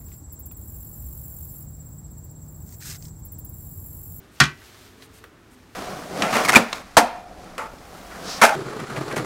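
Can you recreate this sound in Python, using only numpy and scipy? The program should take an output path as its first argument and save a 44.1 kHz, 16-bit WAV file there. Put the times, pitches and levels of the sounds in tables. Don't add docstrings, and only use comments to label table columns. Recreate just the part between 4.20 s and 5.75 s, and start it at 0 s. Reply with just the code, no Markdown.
import sys
import numpy as np
from scipy import signal
from scipy.fft import rfft, irfft
from scipy.io import wavfile

SR = 44100
rng = np.random.default_rng(int(sys.argv[2]) if len(sys.argv) > 2 else 0)


def transcribe(u):
    v = np.clip(np.atleast_2d(u).T, -1, 1)
    q = np.round(v * 32767).astype(np.int16)
    wavfile.write(sys.argv[1], SR, q)


N = 68355
TIME = np.arange(N) / SR


# start in seconds, level in dB relative to
# the shared crack level, t60 in seconds.
CONTACTS = [(0.2021, -11, 0.03), (0.2011, 0.5, 0.023), (0.2040, 5.5, 0.016), (0.2075, -10, .06),
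            (0.235, -17.5, 0.023), (0.2381, -11.5, 0.031), (0.2545, -20, 0.022)]
# frequency in Hz, level in dB per hertz.
CRACK_SPECTRUM = [(100, -11), (470, -23), (640, -5), (1500, -1.5), (3300, -1), (6500, -5), (10000, -18),
                  (13000, -23.5), (16000, -38.5)]
# frequency in Hz, level in dB before the swell, t60 in seconds.
LID_MODES = [(552, -33, 0.11), (623, -33.5, .15), (745.4, -27.5, 0.13), (922, -25.5, 0.076),
             (1106, -22, .22), (1199.6, -17.5, 0.12), (1215, -26, .24), (1280, -24, 0.14),
             (1411.5, -13.5, 0.16), (1531, -15, 0.22), (1677, -19.5, 0.17), (1859, -9, .11),
             (1943, -24.5, 0.31), (2042, -24, 0.25), (2363, -22.5, 0.21), (2393, -21.5, 0.24),
             (2598, -24, 0.23), (3075, -22.5, 0.11), (3206, -24.5, 0.073), (3353, -19.5, .15),
             (3920, -21.5, 0.074), (4125, -17.5, 0.091), (4559, -25.5, 0.11)]
# frequency in Hz, level in dB, t60 in seconds.
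BOWL_MODES = [(68.4, -26.5, 0.26), (96.6, -39, 0.082), (128.6, -15.5, 0.19), (147.3, -12.5, 0.23),
              (203, -22, 0.21), (248, -21.5, 0.21), (292, -33, .2), (335, -32.5, 0.24)]
# frequency in Hz, level in dB per hertz, t60 in seconds.
ROOM_TAIL = [(50.5, -11, .19), (150, -6.5, .22), (370, -5, .21), (480, -22.5, 0.41), (607, -9.5, .18),
             (810, -12.5, 0.26), (1230, -2.5, 0.25), (3250, -5, .19), (6190, -10, 0.18),
             (9930, -25.5, 0.18), (15960, -38.5, .16)]
# start in seconds, level in dB, t60 in seconds, lower resonance in Hz, upper resonance
# in Hz, lower resonance in dB relative to the upper, room tail in dB relative to the direct tap.
STEPS = [(0.418, -50.5, .06, 1280, 1880, 5, -12), (0.544, -48, .04, 1150, 1470, -8, -12),
         (0.8222, -36, .016, 2250, 3950, 3, -18), (1.0396, -37, .03, 463, 1420, 0, -15)]
# frequency in Hz, level in dB relative to the upper resonance.
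STEP_SKIRT = [(100, -9), (1000, -8.5), (3200, -10.5), (5000, -21), (16000, -23.5)]
# time in seconds, level in dB before the flutter.
RUSTLE_LEVEL = [(0, -62), (.1, -66), (.19, -52), (.33, -58), (.45, -51.5), (.66, -51.5), (.72, -58.5),
                (.80, -58.5), (.83, -50), (.862, -60), (.885, -64), (.96, -55), (1.06, -61.5),
                (1.11, -79.5), (1.28, -68), (1.34, -62.5), (1.45, -65), (1.55, -59)]
# frequency in Hz, level in dB per hertz.
RUSTLE_SPECTRUM = [(300, 0), (1400, 4), (3800, 4), (6500, 0.5), (10500, -5), (13000, -3.5), (16000, -10)]
# start in seconds, level in dB before the flutter, length in seconds.
SWISHES = [(0.119, -62, 0.047), (0.825, -58.5, 0.042), (0.935, -58.5, 0.06), (1.309, -62.5, .045)]
# frequency in Hz, level in dB per hertz.
SWISH_SPECTRUM = [(1000, -30), (4500, -14), (6500, -2), (9000, 3), (10500, -5.5), (13000, 0), (16000, -19)]
# frequency in Hz, peak level in dB, time when loudest in seconds,
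# spread in seconds.
HUMS = [(443, -55, 0.882, 0.11), (252, -54, 1.39, 0.065), (263, -54.5, .8, 0.08), (367, -59, 0.51, 0.076),
        (385, -59, .02, 0.063)]
# frequency in Hz, level in dB per hertz.
AMBIENCE_SPECTRUM = [(15, -62), (25, -11), (102, 1), (145, -9.5), (256, -7.5), (293, -7.5), (427, -8.5),
                     (463, -16), (607, -15.5), (936, -18), (1440, -17), (2760, -25), (16000, -42)]

SLAM_S = 0.2021
CRACK_DB = -6.5
LID_BUILD_S, BOWL_BUILD_S = 0.002, 0.003
SWELL_DB, SWELL_AFTER_S, SWELL_SPREAD_S = 5, 0.013, 0.007
TAIL_DB, TAIL_BUILD_S = -13, 0.0033
STEP_WIDTH_OCTAVES, STEP_ROOM_T60_S = 0.24, 0.3
GRAINS_PER_S, GRAIN_SPREAD_DB = 610, 6.5
GRAIN_DB = -12.5
FLUTTER_DB, FLUTTER_PER_S = 1.13, 58
SWISH_EDGE_S = 0.004
AMBIENCE_DB = -51.5
LOW_CUT_HZ, TOP_CUT_HZ = 33, 16760


def cracks():
    total = 0
    for start, db, t60 in CONTACTS:
        noise = colour(rng.standard_normal(N), CRACK_SPECTRUM)
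        total = total + from_db(db) * blow(start, t60) * noise
    return from_db(CRACK_DB) * total


def ring(modes, build):
    total = 0
    for k, (hz, db, t60) in enumerate(modes):
        sign = (-1) ** k
        sine = np.sin(2 * np.pi * hz * (TIME - SLAM_S))
        total = total + sign * from_db(db) * blow(SLAM_S, t60, build) * sine
    return total


def lid_ring():
    age = TIME - SLAM_S - SWELL_AFTER_S
    swell = from_db(SWELL_DB * np.exp(-(age / SWELL_SPREAD_S) ** 2 / 2))
    return swell * ring(LID_MODES, LID_BUILD_S)


def bowl_thump():
    return ring(BOWL_MODES, BOWL_BUILD_S)


def room_tail():
    spectrum = rfft(colour(rng.standard_normal(N), ROOM_TAIL))
    hz = np.fft.rfftfreq(N, 1 / SR)
    edges = np.geomspace(20, 20000, 16)
    total = 0
    for low, high in zip(edges, edges[1:]):
        band = irfft(spectrum * (hz >= low) * (hz < high), N)
        t60 = at_hz(ROOM_TAIL, np.sqrt(low * high), axis=2)
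        total = total + band * blow(SLAM_S, t60, TAIL_BUILD_S)
    return from_db(TAIL_DB) * total


def steps():
    total = 0
    hz = np.geomspace(30, 16000, 120)
    for start, db, t60, lower_hz, upper_hz, lower_db, room_db in STEPS:
        upper = hump(hz, upper_hz, STEP_WIDTH_OCTAVES)
        lower = from_db(lower_db) * hump(hz, lower_hz, STEP_WIDTH_OCTAVES)
        shape = upper + lower + from_db(at_hz(STEP_SKIRT, hz))
        spectrum = np.column_stack([hz, 20 * np.log10(shape)])
        noise = colour(rng.standard_normal(N), spectrum)
        envelope = blow(start, t60) + from_db(room_db) * blow(start, STEP_ROOM_T60_S)
        total = total + from_db(db) * noise * envelope
    return total


def cloth_friction():
    sizes = from_db(GRAIN_SPREAD_DB * np.minimum(rng.exponential(1, N), 4))
    signs = rng.choice([-1, 1], N)
    happens = rng.random(N) < GRAINS_PER_S / SR
    grains = rms_one(sizes * signs * happens)
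    return rng.standard_normal(N) + from_db(GRAIN_DB) * grains


def swish_level():
    total = 0
    for start, db, length in SWISHES:
        fade_in = np.tanh((TIME - start) / SWISH_EDGE_S)
        fade_out = np.tanh((TIME - start - length) / SWISH_EDGE_S)
        total = total + from_db(db) * (fade_in - fade_out) / 2
    return total


def rustle():
    hiss = colour(cloth_friction(), RUSTLE_SPECTRUM)
    level = from_db(np.interp(TIME, *np.transpose(RUSTLE_LEVEL)))
    wander = np.interp(TIME * FLUTTER_PER_S, np.arange(N), rng.standard_normal(N))
    flutter = from_db(FLUTTER_DB * wander)
    swishes = swish_level() * colour(rng.standard_normal(N), SWISH_SPECTRUM)
    return flutter * (level * hiss + swishes)


def hums():
    total = 0
    for hz, db, loudest, spread in HUMS:
        swell = np.exp(-((TIME - loudest) / spread) ** 2 / 2)
        sine = np.sin(2 * np.pi * (hz * TIME + rng.random()))
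        total = total + from_db(db) * swell * sine
    return total


def room_rumble():
    return from_db(AMBIENCE_DB) * colour(rng.standard_normal(N), AMBIENCE_SPECTRUM)


def blow(start, t60, build=1e-4):
    age = np.maximum(TIME - start, 0)
    return (1 - np.exp(-age / build)) * np.exp(-np.log(1000) * age / t60)


def colour(x, spectrum):
    gain = from_db(at_hz(spectrum, np.fft.rfftfreq(N, 1 / SR)))
    return rms_one(irfft(rfft(x) * gain, N))


def hump(hz, centre_hz, octaves):
    return np.exp(-(np.log2(hz / centre_hz) / octaves) ** 2 / 2)


def at_hz(points, hz, axis=1):
    table = np.array(points)
    return np.interp(np.log(hz + 1e-9), np.log(table[:, 0]), table[:, axis])


def rms_one(x):
    return x / np.sqrt(np.mean(x ** 2) + 1e-20)


def from_db(db):
    return 10 ** (np.asarray(db) / 20)


def scene():
    slam = cracks() + lid_ring() + bowl_thump() + room_tail()
    walk = steps() + rustle()
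    background = hums() + room_rumble()
    return (slam + walk + background)[None]


def record(dry):
    rounded = np.tanh(dry)
    low_cut = signal.butter(2, LOW_CUT_HZ, "high", fs=SR, output="sos")
    top_cut = signal.cheby2(16, 70, TOP_CUT_HZ, fs=SR, output="sos")
    return signal.sosfilt(top_cut, signal.sosfilt(low_cut, rounded))


dry = scene()
out = record(dry)
transcribe(out)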